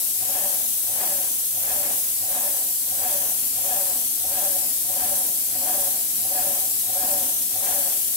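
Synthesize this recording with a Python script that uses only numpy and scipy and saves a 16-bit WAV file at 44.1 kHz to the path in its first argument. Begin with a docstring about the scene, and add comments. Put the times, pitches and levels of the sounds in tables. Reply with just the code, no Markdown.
"""An airless spray gun on a pole paints the ceiling of a bare hallway.
From the outset the jet hisses without a break, and the air it stirs excites standing waves.
One and a half times a second the piston pump, further off, makes a stroke: its motor hums under
the inrush of current, then spins up with whining, clattering gears. The rising pressure lifts
the hiss; then the pressure leaks away and the motor coasts down until the next stroke."""
import sys
import numpy as np
from scipy import signal
from scipy.fft import rfft, irfft
from scipy.io import wavfile
from scipy.ndimage import uniform_filter1d

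SR = 44100
rng = np.random.default_rng(int(sys.argv[2]) if len(sys.argv) > 2 else 0)


def master_out(mix):
    """Clip the mix to full scale and print it as 16-bit PCM to the path in sys.argv[1]."""
    frames = np.transpose(np.atleast_2d(mix))
    ceiling = np.clip(frames, -1, 1)
    pcm = np.round(ceiling * 32767).astype(np.int16)
    wavfile.write(sys.argv[1], SR, pcm)


N = 359856
TIME = np.arange(N) / SR


def from_db(db):
    """Amplitude grows tenfold with every 20 dB."""
    return np.exp(np.asarray(db) * np.log(10) / 20)


def rms_one(x):
    """Division by the root mean square gives unit power."""
    return x / np.sqrt(np.mean(x ** 2) + 1e-20)


def follow(rows, clock=TIME):
    """Linear interpolation reads each column of a curve at the given times."""
    times, *columns = np.transpose(rows)
    return [np.interp(clock, times, column) for column in columns]


def at_hz(points, hz):
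    """Interpolation reads a spectrum on a logarithmic frequency axis."""
    knots_hz, values = np.transpose(points)
    return np.interp(np.log(hz + 1), np.log(knots_hz), values)


def drift(rate_hz):
    """Low-pass filtered noise makes a random fluctuation of unit spread."""
    size = N // 40 + 2
    hz = np.fft.rfftfreq(size, 40 / SR)
    slow = irfft(rfft(rng.standard_normal(size)) / (1 + (hz / rate_hz) ** 2), size)
    return np.interp(TIME, np.linspace(0, N / SR, size), rms_one(slow))


def diffuse_noise(spectrum=None):
    """A diffuse field is coherent at the two ears in the bass and incoherent in the treble."""
    # likeness of the two ears: frequency_hz, correlation
    coherence = [(60, 0.91), (130, 0.95), (290, 0.93), (640, 0.39), (1300, -0.2), (3000, -0.013)]
    hz = np.fft.rfftfreq(N, 1 / SR)
    mid, side = rfft(rng.standard_normal((2, N)))
    alike = np.clip(at_hz(coherence, hz), -1, 1)
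    pair = np.sqrt(1 + alike) * mid + np.sqrt(1 - alike) * side * [[1], [-1]]
    gain = 1 if spectrum is None else from_db(at_hz(spectrum, hz))
    return rms_one(irfft(pair * gain, N))


def resonate(x, hz, width_hz):
    """A damped resonator passes a band around its natural frequency, with unit peak gain."""
    r = np.exp(-np.pi * width_hz / SR)
    feedback = [1, -2 * r * np.cos(2 * np.pi * hz / SR), r * r]
    return signal.lfilter(np.array([1, 0, -1]) * (1 - r * r) / 2, feedback, x)


def harmonics(hz, orders, jitter):
    """A slightly unsteady rotation radiates at whole multiples of its rate."""
    phase = 2 * np.pi * np.cumsum(hz * (1 + jitter * drift(58.7))) / SR
    return sum(from_db(db) * np.sin(k * phase + 2 * np.pi * rng.random()) for k, db in orders)


def panned(x, left_db):
    """A level difference between the ears places a sound to the left."""
    return x * from_db(np.array([[.5], [-.5]]) * left_db)


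def hallway(x, wet_db, t60_s=.25):
    """Reverberation: the bare walls add an exponentially decaying tail to the direct sound."""
    tail = (diffuse_noise() * from_db(-60 * TIME / t60_s))[:, :SR // 2]
    tail = tail / np.sqrt(np.sum(tail ** 2) / 2)
    wet = from_db(wet_db)
    return (x + wet * signal.fftconvolve(x[None], tail)[:, :N]) / np.hypot(1, wet)


def stroke_clock():
    """The pump works in cycles: seconds since the stroke began, its gain and its pressure swing."""
    # piston strokes: start_s, strength_db, swing_factor
    strokes = [(.155, -1, 0.64), (.822, -2, 0.83), (1.503, -2, 0.62), (2.163, -0.5, .8), (2.85, 0, 1.0),
               (3.51, 1.5, 1.1), (4.172, 1.5, 1.33), (4.823, 2, 0.82), (5.487, 2.2, 1.5), (6.175, 3, .7),
               (6.824, 4, 1.3), (7.486, 1, 1.2)]
    rows = np.array(strokes[:1] + strokes)
    rows[0, 0] -= np.mean(np.diff(rows[1:, 0]))   # the pump is already running
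    start, db, swing = rows[np.searchsorted(rows[:, 0], TIME, "right") - 1].T
    return TIME - start, from_db(db), uniform_filter1d(swing, SR // 20)


def line_pressure(since, ebb=-1.22, push=1.97, push_s=.27, leak_per_s=4.2):
    """Relative pressure rises ever more steeply as the piston pushes, then leaks away evenly."""
    rise = push * np.clip(since / push_s, 0, 1) ** 1.8
    return ebb + rise - leak_per_s * np.maximum(since - push_s, 0)


def standing_waves(level_db=-52.5):
    """Stirred air excites the hallway's modes, which boom in step with the line pressure."""
    # room modes: pitch_hz, width_hz, level_db
    modes = [(75, 6.6, -1), (121.8, 5.7, 0), (138, 7, -13), (184, 13, -3), (213.3, 8.5, 0.5),
             (249.5, 10.5, 4), (277.4, 8.4, 3.5), (321.3, 12, -1)]
    since, strength, _ = stroke_clock()
    stir = diffuse_noise()
    boom = rms_one(sum(from_db(db) * resonate(stir, hz, width) for hz, width, db in modes))
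    return from_db(level_db + 3.5 * line_pressure(since)) * strength * boom


def mist_wash(level_db=-49, swell_db=2.24):
    """Mist striking the ceiling and moving air make broadband noise that swells at random."""
    # wash spectrum: frequency_hz, density_db
    spectrum = [(28, -32), (55, -8), (100, -2.5), (160, -3.5), (275, 0.5), (340, -4), (400, -6.5), (600, 1),
                (1000, -7), (1400, -5), (2200, -2.5), (3200, -7.5), (6000, -15)]
    return from_db(level_db + swell_db * drift(5.3)) * diffuse_noise(spectrum)


def air_rumble(lift_db=3.5):
    """Moving air makes low-frequency noise that rises and falls."""
    # rumble envelope: time_s, relative_db
    envelope = [(0.0, -68), (1.52, -75), (2.04, -62), (2.91, -75), (3.34, -58), (3.45, -69), (5.57, -57),
                (5.68, -74), (8.14, -68), (8.16, -63)]
    # rumble spectrum: frequency_hz, density_db
    spectrum = [(20, -22), (35, -15), (55, 7), (70, 4), (100, -8), (200, -20)]
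    relative_db, = follow(envelope)
    return from_db(relative_db + lift_db) * diffuse_noise(spectrum)


def load_db(since, peak_s=.2, off_s=.46, build_db_per_s=91, sag_db_per_s=30, coast_db_per_s=78):
    """The load builds to a peak, sags while the motor pushes, and drops once it is switched off."""
    build = build_db_per_s * np.maximum(peak_s - since, 0)
    sag = sag_db_per_s * np.maximum(since - peak_s, 0)
    coast = coast_db_per_s * np.maximum(since - off_s, 0)
    return -build - sag - coast


def pump_body(x):
    """Forced vibration: the pump body and hose ring at their natural frequencies."""
    # body and hose resonances: pitch_hz, width_hz, gain_db
    modes = [(252, 20, -11), (325, 35, -22), (492, 30, -12), (576, 21, 2), (614, 16, -10), (735, 38, 3),
             (792, 28, -6), (888, 30, -13), (1680, 140, -23)]
    return sum((-1) ** k * from_db(db) * resonate(x, hz, width)
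               for k, (hz, width, db) in enumerate(modes))


def gear_mesh(since, wander, start_hz=388.2, limit_hz=900, rise_s=.1, slows_s=.27, fall_hz_per_s=720):
    """Teeth sound at their meshing rate, which climbs quickly and falls as the motor slows."""
    # mesh harmonics: multiple, level_db
    orders = [(1, 3.5), (2, 3.5), (3, 3), (4, 4)]
    run_up = limit_hz - (limit_hz - start_hz) * np.exp(-since / rise_s)
    pitch_hz = run_up - fall_hz_per_s * np.maximum(since - slows_s, 0)
    return harmonics(pitch_hz * wander, orders, jitter=.028)


def motor(since, wander, load_share=.58, surge_s=.012):
    """The rotor vibrates at harmonics of its speed; the level follows the load, with brief surges."""
    # spin-up and coast-down: stroke_time_s, rotation_hz
    speed = [(0, 100), (.072, 105), (.13, 183), (.15, 185), (.18, 250), (.22, 244), (.248, 204),
             (.275, 193), (.39, 184), (.46, 145), (.66, 95)]
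    # rotor harmonics: multiple, level_db
    orders = [(1, -2), (2, -8), (3, 0), (4, -5), (5, -6), (6, -10), (7, -3)]
    # surges of the drive: stroke_time_s, boost_db
    surges = [(.074, 13.5), (.14, 9.5), (.21, 11), (.252, 12.5), (0.295, 11), (.385, 9)]
    rotation_hz, = follow(speed, since)
    surge_db = sum(db * np.exp(-((since - s) / surge_s) ** 2) for s, db in surges)
    drive_db = load_share * load_db(since) + surge_db + 1.2 * drift(30)
    return from_db(drive_db) * harmonics(rotation_hz * wander, orders, jitter=.005)


def gear_clatter(level_db=-38.5):
    """Impacts of loose teeth spread their energy over a broad, flickering band of noise."""
    # clatter spectrum: frequency_hz, density_db
    spectrum = [(60, -40), (150, -4.5), (220, -4), (400, 0), (650, 10), (950, 6.5), (1300, -1.5),
                (1680, 2.5), (2100, -1.5), (3400, -4.5), (5000, -16), (9000, -40)]
    return from_db(level_db + 1.74 * drift(46)) * diffuse_noise(spectrum)


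def inrush_hum(since, level_db=-50, pitch_hz=102, peak_s=.077, width_s=.06):
    """The inrush of current hums briefly at twice the mains frequency."""
    envelope = np.exp(-((since - peak_s) / width_s) ** 2)
    return from_db(level_db) * envelope * np.sin(2 * np.pi * pitch_hz * TIME)


def piston_thud(load, level_db=-57, pitch_hz=77):
    """The piston thuds: a narrow band of low noise, amplitude-modulated by the load."""
    ring = resonate(diffuse_noise(), pitch_hz, width_hz=5.6)
    return from_db(level_db) * load * rms_one(resonate(ring, pitch_hz, width_hz=30.16))


def pump(motor_db=-41.5, mesh_db=-45, whine_db=-52, rattle_db=-44):
    """Source and filter: motor and gear harmonics sweep up and down through the body's resonances."""
    since, strength, _ = stroke_clock()
    load = from_db(load_db(since))
    wander = 1 + .005 * drift(3)   # no two strokes run at quite the same speed
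    gears = load * gear_mesh(since, wander)
    growl = pump_body(from_db(motor_db) * motor(since, wander) + from_db(mesh_db) * gears)
    whine = from_db(whine_db) * load * gears   # the teeth sing out only under full load
    rattle = from_db(rattle_db) * load * rms_one(pump_body(diffuse_noise()))   # teeth shake the body
    noises = load * gear_clatter() + inrush_hum(since) + piston_thud(load)
    body_sound = strength * (hallway(growl, wet_db=-10.5) + rattle)
    return panned(body_sound + hallway(whine, wet_db=-5) + noises, left_db=2.5)


def near_echoes(x, share=.091, count=10, delay_s=(.0002, .004)):
    """Comb filtering: short echoes off ceiling and walls come and go as the pole moves."""
    lags = (rng.uniform(*delay_s, count) * SR).astype(int)
    return x + sum(share * drift(5.7) * np.roll(x, lag, axis=1) for lag in lags)


def nozzle(level_db=-22, rise_db_per_s=.1018, flutter_db=.45, split_hz=5500):
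    """Atomisation: paint tears into mist with a fluttering hiss that swells at each piston push."""
    # jet spectrum: frequency_hz, density_db
    spectrum = [(1200, -31), (2200, -23.5), (3200, -15.5), (4200, -13.5), (5300, -11.5), (6200, -7.5),
                (6900, -8.5), (7800, -3.5), (9400, -2.5), (10900, 0.5), (12300, 0.5), (14000, -2),
                (15700, -4.5)]
    # sweep of the pole: time_s, leftward_lean, low_cut_db
    sweep = [(0.0, 4.5, -0.5), (1.86, 2, 0.9), (3.91, 3.5, -0.2), (6.16, 2.5, 0.3), (8.16, 4, -0.6)]
    since, _, swing = stroke_clock()
    lean, low_cut_db = follow(sweep)
    jet = near_echoes(diffuse_noise(spectrum))
    lows = signal.sosfiltfilt(signal.butter(2, split_hz, fs=SR, output="sos"), jet)
    # the treble is the more directional part, and the part that follows the pressure
    treble = from_db(swing * line_pressure(since)) * panned(jet - lows, lean + .5)
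    hiss = panned(lows * from_db(-low_cut_db), lean * .32) + treble
    return from_db(level_db + rise_db_per_s * TIME + flutter_db * drift(75)) * hiss


def scene():
    """Superposition: the sounds of nozzle, pump and stirred air add."""
    sprayer = nozzle() + pump()
    air = standing_waves() + mist_wash() + air_rumble()
    return sprayer + panned(air, left_db=2.1)


def record(dry, cutoff_hz=15750):
    """Band limiting: an elliptic low-pass filter cuts the highest treble steeply."""
    return signal.sosfilt(signal.ellip(14, .1, 80, cutoff_hz, fs=SR, output="sos"), dry)


dry = scene()
out = record(dry)
master_out(out)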